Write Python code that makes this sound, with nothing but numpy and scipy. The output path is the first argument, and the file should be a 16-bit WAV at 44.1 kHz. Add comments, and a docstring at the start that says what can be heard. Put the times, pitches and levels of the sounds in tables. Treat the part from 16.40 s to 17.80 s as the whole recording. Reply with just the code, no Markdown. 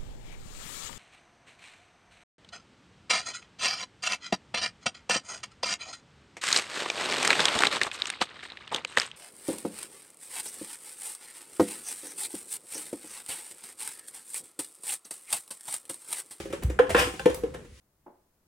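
"""Pads and claws tap on a laminate floor in a small, hard room: a dog is batting an empty plastic bottle. The
bottle lands with hollow pops and bounces to rest by the wall, while claws skid across the floor with a
crinkling scrape. Each impact excites damped modes of the bottle and the boards, and sliding friction makes the
scrape. The heavier steps make the floor boom. The room reverberates, over a low rumble and a faint hiss."""
import sys
import numpy as np
from scipy import signal
from scipy.fft import rfft, irfft, next_fast_len
from scipy.io import wavfile
from scipy.ndimage import uniform_filter1d

SR = 44100
rng = np.random.default_rng(int(sys.argv[2]) if len(sys.argv) > 2 else 0)


def master(y):
    """Save y as 16-bit WAV."""
    cut = np.clip(np.atleast_2d(y).T, -1, 1)
    pcm = np.round(cut * 32767)  # scale
    wavfile.write(sys.argv[1], SR, pcm.astype(np.int16))


N = 61739


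def bottle():
    """Impact excitation: a blow sounds bottle, boards and room modes; light contacts only rattle."""
    # blows: t/s; hollow tone f/Hz, level/dB, rise/s, left lead/rad, left minus right/dB;
    # belly mode f/Hz, level/dB; panel f/Hz, level/dB, T60/s, overtone gain/dB;
    # clack level/dB, contact cut-off/Hz; crack level/dB; board knock level/dB, pitch ratio
    blows = [(.3900, 501.4, -2.5, 0.012, 1, -4, 719, -17, 1465, -6.5, 0.014, -45, -22, 2240, -33, -42, 0.89),
             (.5470, 484.7, -14, 0.0031, 0.53, -1.5, 662, -23.5, 1400, -1, 0.007, -27, -18.5, 3100, -30, -31, 1.1),
             (0.795, 529, -31.5, 0.0089, -1, 10, 795, -28, 1566, -27, 0.044, -6.5, -41.5, 5000, -35.5, -35.5, 1.18),
             (0.8572, 492.4, -5, 0.0076, -0.53, 5.5, 899, -20.5, 2385, -26.5, 0.043, -23.5, -28.5, 1880, -27, -16.5, 0.98),
             (1.035, 476, -16, 0.0063, -0.6, 2.5, 746, -36.5, 1570, -48, 0.027, -12, -47, 3020, -44, -29, 1.003),
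             (1.1450, 507, -31, 0.012, -2.5, -1, 720, -38.5, 1770, -54, 0.065, -31, -43.5, 1800, -43.5, -37.5, 1.23)]
    # light contacts of the shell: t/s, level/dB
    rattles = [(0.468, -45.5), (0.503, -54), (0.565, -25.5), (0.577, -27), (.588, -25.5), (.593, -28),
               (0.61, -33.5), (.628, -31), (0.669, -38.5)]
    # buzz of the flexing wall around the hollow tone: f/Hz, relative level/dB
    flex_spectrum = [(120, -82), (280, -12), (480, 13.5), (650, -18.5), (900, -6.5), (1500, -38),
                     (4000, -81.5)]
    # bright crack of the impact: f/Hz, relative level/dB
    crack_spectrum = [(500, -31), (2000, 5), (3000, 15.5), (4500, 2), (8500, 3.5), (11000, -1.5),
                      (15000, -14), (17000, -34.5)]
    # modes of the struck boards: f/Hz at pitch ratio 1, relative level/dB, T60/s
    board_modes = [(183.8, -1, 0.06), (310, 4, 0.068), (389.2, -8, 0.24)]
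    # standing waves of the room, set off by the hollow tone: f/Hz, relative level/dB, T60/s
    room_modes = [(286, -25.5, 0.308), (340, -53, 0.37), (396.5, -34.5, 0.63), (510, -22, 0.49),
                  (580, -45, 0.13), (704, -46, 0.29)]
    out = in_room(sum(amp(db) * clack(s) for s, db in rattles))
    for (s, hollow_hz, hollow_db, rise_s, lead_rad, pan_db, belly_hz, belly_db,
         panel_hz, panel_db, panel_t60, overtone_db,
         clack_db, contact_hz, crack_db, knock_db, board_pitch) in blows:
        hollow = amp(hollow_db) * hollow_tone(s, hollow_hz, rise_s, lead_rad, pan_db)
        flex = amp(hollow_db - 11.5) * burst(s, flex_spectrum, t60=0.097, rise_s=0.002)
        belly = ring(s, [(belly_hz, belly_db, 0.068)], rise_s=0.0024)
        panel = panel_pop(s, panel_hz, panel_db, panel_t60, overtone_db)
        shell = amp(clack_db) * contact_lowpass(clack(s), contact_hz)
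        crack = amp(crack_db) * burst(s, crack_spectrum, t60=0.037, rise_s=0.0008)
        boards = [(board_pitch * hz, db, t60) for hz, db, t60 in board_modes]
        knock = amp(knock_db) * ring(s, boards, rise_s=0.0024)
        out += in_room(hollow, send_db=-1.5)
        out += in_room(flex + shell + crack + knock)
        out += in_room(belly + panel, send_db=-8)
        out += amp(hollow_db) * ring(s, room_modes, rise_s=0.013)
    return out


def hollow_tone(s, hz, rise_s, lead_rad, pan_db):
    """Damped resonance: one tone swells and dies, with a level and phase difference between the ears."""
    t = since(s)
    ears = np.array([[0.5], [-0.5]])
    swell = fade(t, t60=0.069) * (1 - np.exp(-(t / rise_s) ** 2))
    return 2 * swell * amp(pan_db * ears) * np.sin(2 * np.pi * hz * t + lead_rad * ears)


def panel_pop(s, hz, level_db, t60, overtone_db):
    """Plate vibration: the struck panel sounds a fundamental and inharmonic overtones."""
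    # panel overtones: ratio to the fundamental, relative level/dB
    partials = [(1.74, 1), (2.23, -2.5), (3.06, -6)]
    overtones = [(ratio * hz, level_db + overtone_db + db, t60) for ratio, db in partials]
    return ring(s, [(hz, level_db, t60)] + overtones, rise_s=0.00044)


def clack(s):
    """Shell vibration: the thin plastic wall rings briefly over a dense spray of buckling noise."""
    # modes of the shell: f/Hz, relative level/dB, T60/s
    shell_modes = [(630, -3.5, 0.074), (803, 4, 0.039), (1048, 8, 0.069), (1315, 1, 0.037),
                   (1411, -2.5, 0.061), (1594, 5.5, 0.045), (1700, 9.5, 0.026), (1798, 2, 0.05),
                   (2400, -0.5, 0.045), (2700, -6.5, 0.097), (2940, -1, 0.029), (3740, -13, 0.027)]
    # buckling noise: f/Hz, relative level/dB
    buckling_spectrum = [(200, -9), (550, 3), (1000, -12), (1500, -4.5), (2100, -9), (3300, -10.5),
                         (4300, -21.5), (9000, -28), (16000, -95)]
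    ringing = 0.49 * ring(s, shell_modes, rise_s=0.00095)
    buckling = amp(5) * burst(s, buckling_spectrum, t60=0.063, rise_s=0.00046)
    return ringing + buckling


def contact_lowpass(x, cutoff_hz):
    """A contact acts as a second-order low-pass on the vibration it excites."""
    return filtered(x, lambda hz: 1 / (1 + 1j * np.sqrt(2) * hz / cutoff_hz - (hz / cutoff_hz) ** 2))


def skid():
    """Sliding friction: a grainy scrape swells and dies, hissing where fastest and leaving a low ring."""
    # scrape: f/Hz, relative level/dB
    scrape_spectrum = [(250, 3), (600, -3), (1600, 0), (2200, -2.5), (2900, 4.5), (4000, -11), (5200, -6.5),
                       (6500, -12.5), (8200, -5.5), (11000, -14.5), (15000, -19), (17000, -47)]
    # hiss of the fastest sliding: f/Hz, relative level/dB
    hiss_spectrum = [(3500, -29), (5300, 3.5), (6500, -6), (8200, -11), (12000, -17.5)]
    # modes of bottle and room that hum along: f/Hz, relative level/dB, T60/s
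    hum_modes = [(493, 4, 0.29), (319.4, -1.5, 0.2), (620, -8, 0.18), (770, -11, 0.56), (1050, -1, 0.25)]
    peak_s, peak_db, rise_db_per_s, fall_db_per_s, roughness_db = 0.5915, -25.5, 368, 212, 2
    t = np.arange(N) / SR - peak_s
    level_db = peak_db + np.minimum(rise_db_per_s * t, -fall_db_per_s * t)
    grain = amp(roughness_db * unit(uniform_filter1d(rng.standard_normal(N), size=60)))
    hum = amp(-24.5) * ring(peak_s, hum_modes, rise_s=0.018)
    hiss = amp(-21.5) * burst(peak_s, hiss_spectrum, t60=0.052, rise_s=0.0045)
    scrape = amp(level_db) * unit(noise(scrape_spectrum) * grain)
    return in_room(scrape) + hiss + hum


def paw_steps():
    """Soft and hard contact: pads excite low modes of the boards, claws scratch across a broad band."""
    # steps: t/s, pad pitch ratio, pad level/dB, claw level/dB
    steps = [(.000, 1.084, -32.5, -35), (0.0544, 1.06, -29, -41.5), (0.101, 1.02, -34.5, -41.5),
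             (0.125, 1, -42, -31), (0.1315, 1.08, -26.5, -34.5), (0.2226, 0.72, -35, -36),
             (0.298, 0.98, -28.5, -34), (0.4931, 1.28, -32, -26), (0.5018, 1.3, -27.5, -22.5),
             (0.67, 0.91, -28, -75), (.737, 0.98, -36, -35.5), (.897, 1.03, -25, -31.5),
             (1.139, 1.2, -72, -39.5), (1.246, 0.94, -45, -48.5)]
    # boards under a pad: f/Hz at pitch ratio 1, relative level/dB, T60/s
    pad_modes = [(313.4, 1.5, 0.085), (383.7, -9, 0.19), (506, 2, 0.072)]
    # claw scratch: f/Hz, relative level/dB
    claw_spectrum = [(400, 17.5), (1500, 14), (3000, 10.5), (4500, 0), (8500, 4.5), (11000, -2.5),
                     (15000, -13.5), (17000, -12)]
    out = np.zeros((2, N))
    for s, pitch, pad_db, claw_db in steps:
        modes = [(pitch * hz, db, t60) for hz, db, t60 in pad_modes]
        pad = amp(pad_db) * ring(s, modes, rise_s=0.0023)
        claw = amp(claw_db) * burst(s, claw_spectrum, t60=0.065, rise_s=0.0022)
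        out += in_room(pad + claw)
    return out


def claw_clicks():
    """A brief impact has a wide spectrum: a claw ticks close by and rings in its own high modes."""
    # clicks: t/s, tick level/dB, snap level/dB, reverberation gain/dB
    clicks = [(0.234, -30, -43.5, -2), (0.9444, -28.5, -29.5, 2.5)]
    # tick: f/Hz, relative level/dB
    tick_spectrum = [(500, 11.5), (3000, 2.5), (5000, -2.5), (8000, 2), (11000, 1.5), (16000, 2)]
    # modes of the claw: f/Hz, relative level/dB, T60/s
    claw_modes = [(5050, -7.5, 0.034), (7610, -5, 0.023), (9300, -6, 0.023)]
    out = np.zeros((2, N))
    for s, tick_db, snap_db, send_db in clicks:
        tick = amp(tick_db) * burst(s, tick_spectrum, t60=0.022, rise_s=0.0006)
        out += in_room(tick, send_db)
        out += amp(snap_db) * ring(s, claw_modes, rise_s=0.0005)
    return out


def floor_boom():
    """Free vibration: the dog's weight sets the whole floor swinging in its low modes."""
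    # heavy footfalls: t/s, level/dB
    footfalls = [(0.2411, -17.5), (0.276, -24), (0.517, -29), (0.583, -31.5), (0.649, -35), (0.898, -37.5),
                 (1.316, -42.5)]
    # modes of the floor on its joists: f/Hz, relative level/dB, T60/s
    floor_modes = [(62.9, 2, 0.26), (85.6, 8, 0.045), (128.5, 0, 0.063), (190, -4, 0.022)]
    return sum(amp(db) * ring(s, floor_modes, rise_s=0.0015) for s, db in footfalls)


def in_room(x, send_db=0):
    """Reverberation: the direct sound is followed by a diffuse tail, partly different in each ear."""
    # reverberation time: f/Hz, T60/s
    decay_times = [(100, 0.21), (500, 0.35), (1500, 0.28), (4000, 0.26), (9000, 0.36), (16000, 0.19)]
    # colour of the tail: f/Hz, relative level/dB
    colour = [(60, -8), (300, -15), (500, -13.5), (750, -4), (2000, -3), (8000, -1), (16000, -3.5)]
    # width of the tail: f/Hz, ratio of side to mid
    width = [(100, .5), (300, .9), (500, 1.25), (2000, 1.15), (4500, 1.05), (8000, .55), (16000, .6)]
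    build_up_s = 0.0017
    x = x * np.ones((2, 1))
    hz, t, spectra = signal.stft(rng.standard_normal((2, SR * 3 // 4)), SR, nperseg=256)
    tail = signal.istft(spectra * fade(t, along(decay_times, hz)[:, None]), SR, nperseg=256)[1]
    tail *= 1 - np.exp(-np.arange(tail.shape[1]) / SR / build_up_s)
    tail /= np.linalg.norm(tail[0])
    wet = signal.fftconvolve(x.mean(axis=0)[None], tail, axes=1)[:, :N]
    gain = lambda f: amp(along(colour, f) - 1.5)
    mid = filtered(wet[0], gain)
    side = filtered(wet[1], lambda f: gain(f) * along(width, f))
    return x + amp(send_db) * np.array([mid + side, mid - side])


def background():
    """Ambient noise: low room rumble and faint hiss, less correlated between the ears in the treble."""
    # spectra of rumble and hiss: f/Hz, relative level/dB
    rumble_spectrum = [(20, -29), (40, 6.5), (60, 6), (90, -2), (160, -1.5), (330, -8), (500, -6),
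                       (700, -26.5), (2000, -25.5), (8000, -59)]
    hiss_spectrum = [(100, 15.5), (700, -9), (2000, 3.5), (4000, 0.5), (9000, -2.5), (11500, -7.5),
                     (13000, -29), (16000, -10)]
    # their envelopes: t/s, level/dB
    rumble_levels = [(0, -48.5), (.36, -42), (.66, -50.5), (1.0, -45), (1.2, -45.5), (1.4, -61)]
    hiss_levels = [(0, -44.5), (.1, -57), (.37, -67.5), (.8, -50), (1.12, -62), (1.3, -62.5), (1.4, -56.5)]
    level = lambda rows: amp(np.interp(np.arange(N) / SR, *np.transpose(rows)))
    air = lambda: level(rumble_levels) * noise(rumble_spectrum) + level(hiss_levels) * noise(hiss_spectrum)
    mid = air()
    side = filtered(air(), lambda hz: 0.71 * hz / (hz + 350))
    return np.array([mid + side, mid - side])


def ring(s, modes, rise_s, scatter_db=1.5):
    """Modal superposition: damped sines of alternating sign, their levels varying from blow to blow."""
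    t = since(s)
    tones = np.zeros(N)
    for k, (hz, db, t60) in enumerate(modes):
        gain = (-1) ** k * amp(db + scatter_db * rng.standard_normal())
        tones += gain * fade(t, t60) * np.sin(2 * np.pi * hz * t)
    return tones * (1 - np.exp(-t / rise_s))


def burst(s, spectrum, t60, rise_s):
    """A transient of coloured noise with exponential rise and decay."""
    t = since(s)
    return noise(spectrum) * fade(t, t60) * (1 - np.exp(-t / rise_s))


def noise(spectrum):
    """Spectral shaping of white noise, scaled to rms 1."""
    return unit(filtered(rng.standard_normal(N), lambda hz: amp(along(spectrum, hz))))


def filtered(x, response):
    """Linear filtering: the spectrum of x times a complex frequency response."""
    size = next_fast_len(N + SR // 2)
    hz = np.fft.rfftfreq(size, 1 / SR)
    return irfft(rfft(x, size) * response(hz), size)[..., :N]


def fade(t, t60):
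    """Exponential decay, 60 dB in t60 seconds, starting when t leaves zero."""
    return (t > 0) * np.exp(-np.log(1000) * t / t60)


def since(s):
    """Seconds since s, zero before it."""
    return np.maximum(np.arange(N) / SR - s, 0)


def along(points, hz):
    """Interpolation of (f/Hz, value) points on a logarithmic frequency axis."""
    freqs, values = np.transpose(points)
    return np.interp(np.log(hz + 1), np.log(freqs + 1), values)


def unit(x):
    """Normalisation to rms 1."""
    return x / np.sqrt(np.mean(x ** 2) + 1e-20)


def amp(db):
    """Decibels to amplitude ratio."""
    return 10 ** (np.asarray(db) / 20)


def ear_responses(hz):
    """Interaural differences: each frequency reaches the two ears with its own level and phase."""
    # level difference: f/Hz, left minus right/dB
    balance = [(100, 0), (500, 0), (1200, -1), (2400, 2), (4000, 2), (8000, 0), (16000, 0)]
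    # phase difference: f/Hz, left lead/rad
    left_lead = [(100, -0.076), (500, -0.23), (900, -1.02), (1600, -1.45), (2400, 0.98), (4000, 1),
                 (6000, -0.82), (16000, -0.6)]
    ears = np.array([[0.5], [-0.5]])
    return amp(along(balance, hz) * ears) * np.exp(1j * along(left_lead, hz) * ears)


def scene():
    """Superposition: bottle and paws differ between the ears, while the floor booms in the middle."""
    play = bottle() + paw_steps() + claw_clicks() + skid()
    return filtered(play, ear_responses) + floor_boom() + background()


def record(dry):
    """Band limiting: the recorder loses the deepest bass and keeps nothing above its upper limit."""
    low_cut_hz, top_hz = 46.4, 16000
    return filtered(dry, lambda hz: (hz < top_hz) * (1 - np.exp(-(hz / low_cut_hz) ** 4)))


dry = scene()
out = record(dry)
master(out)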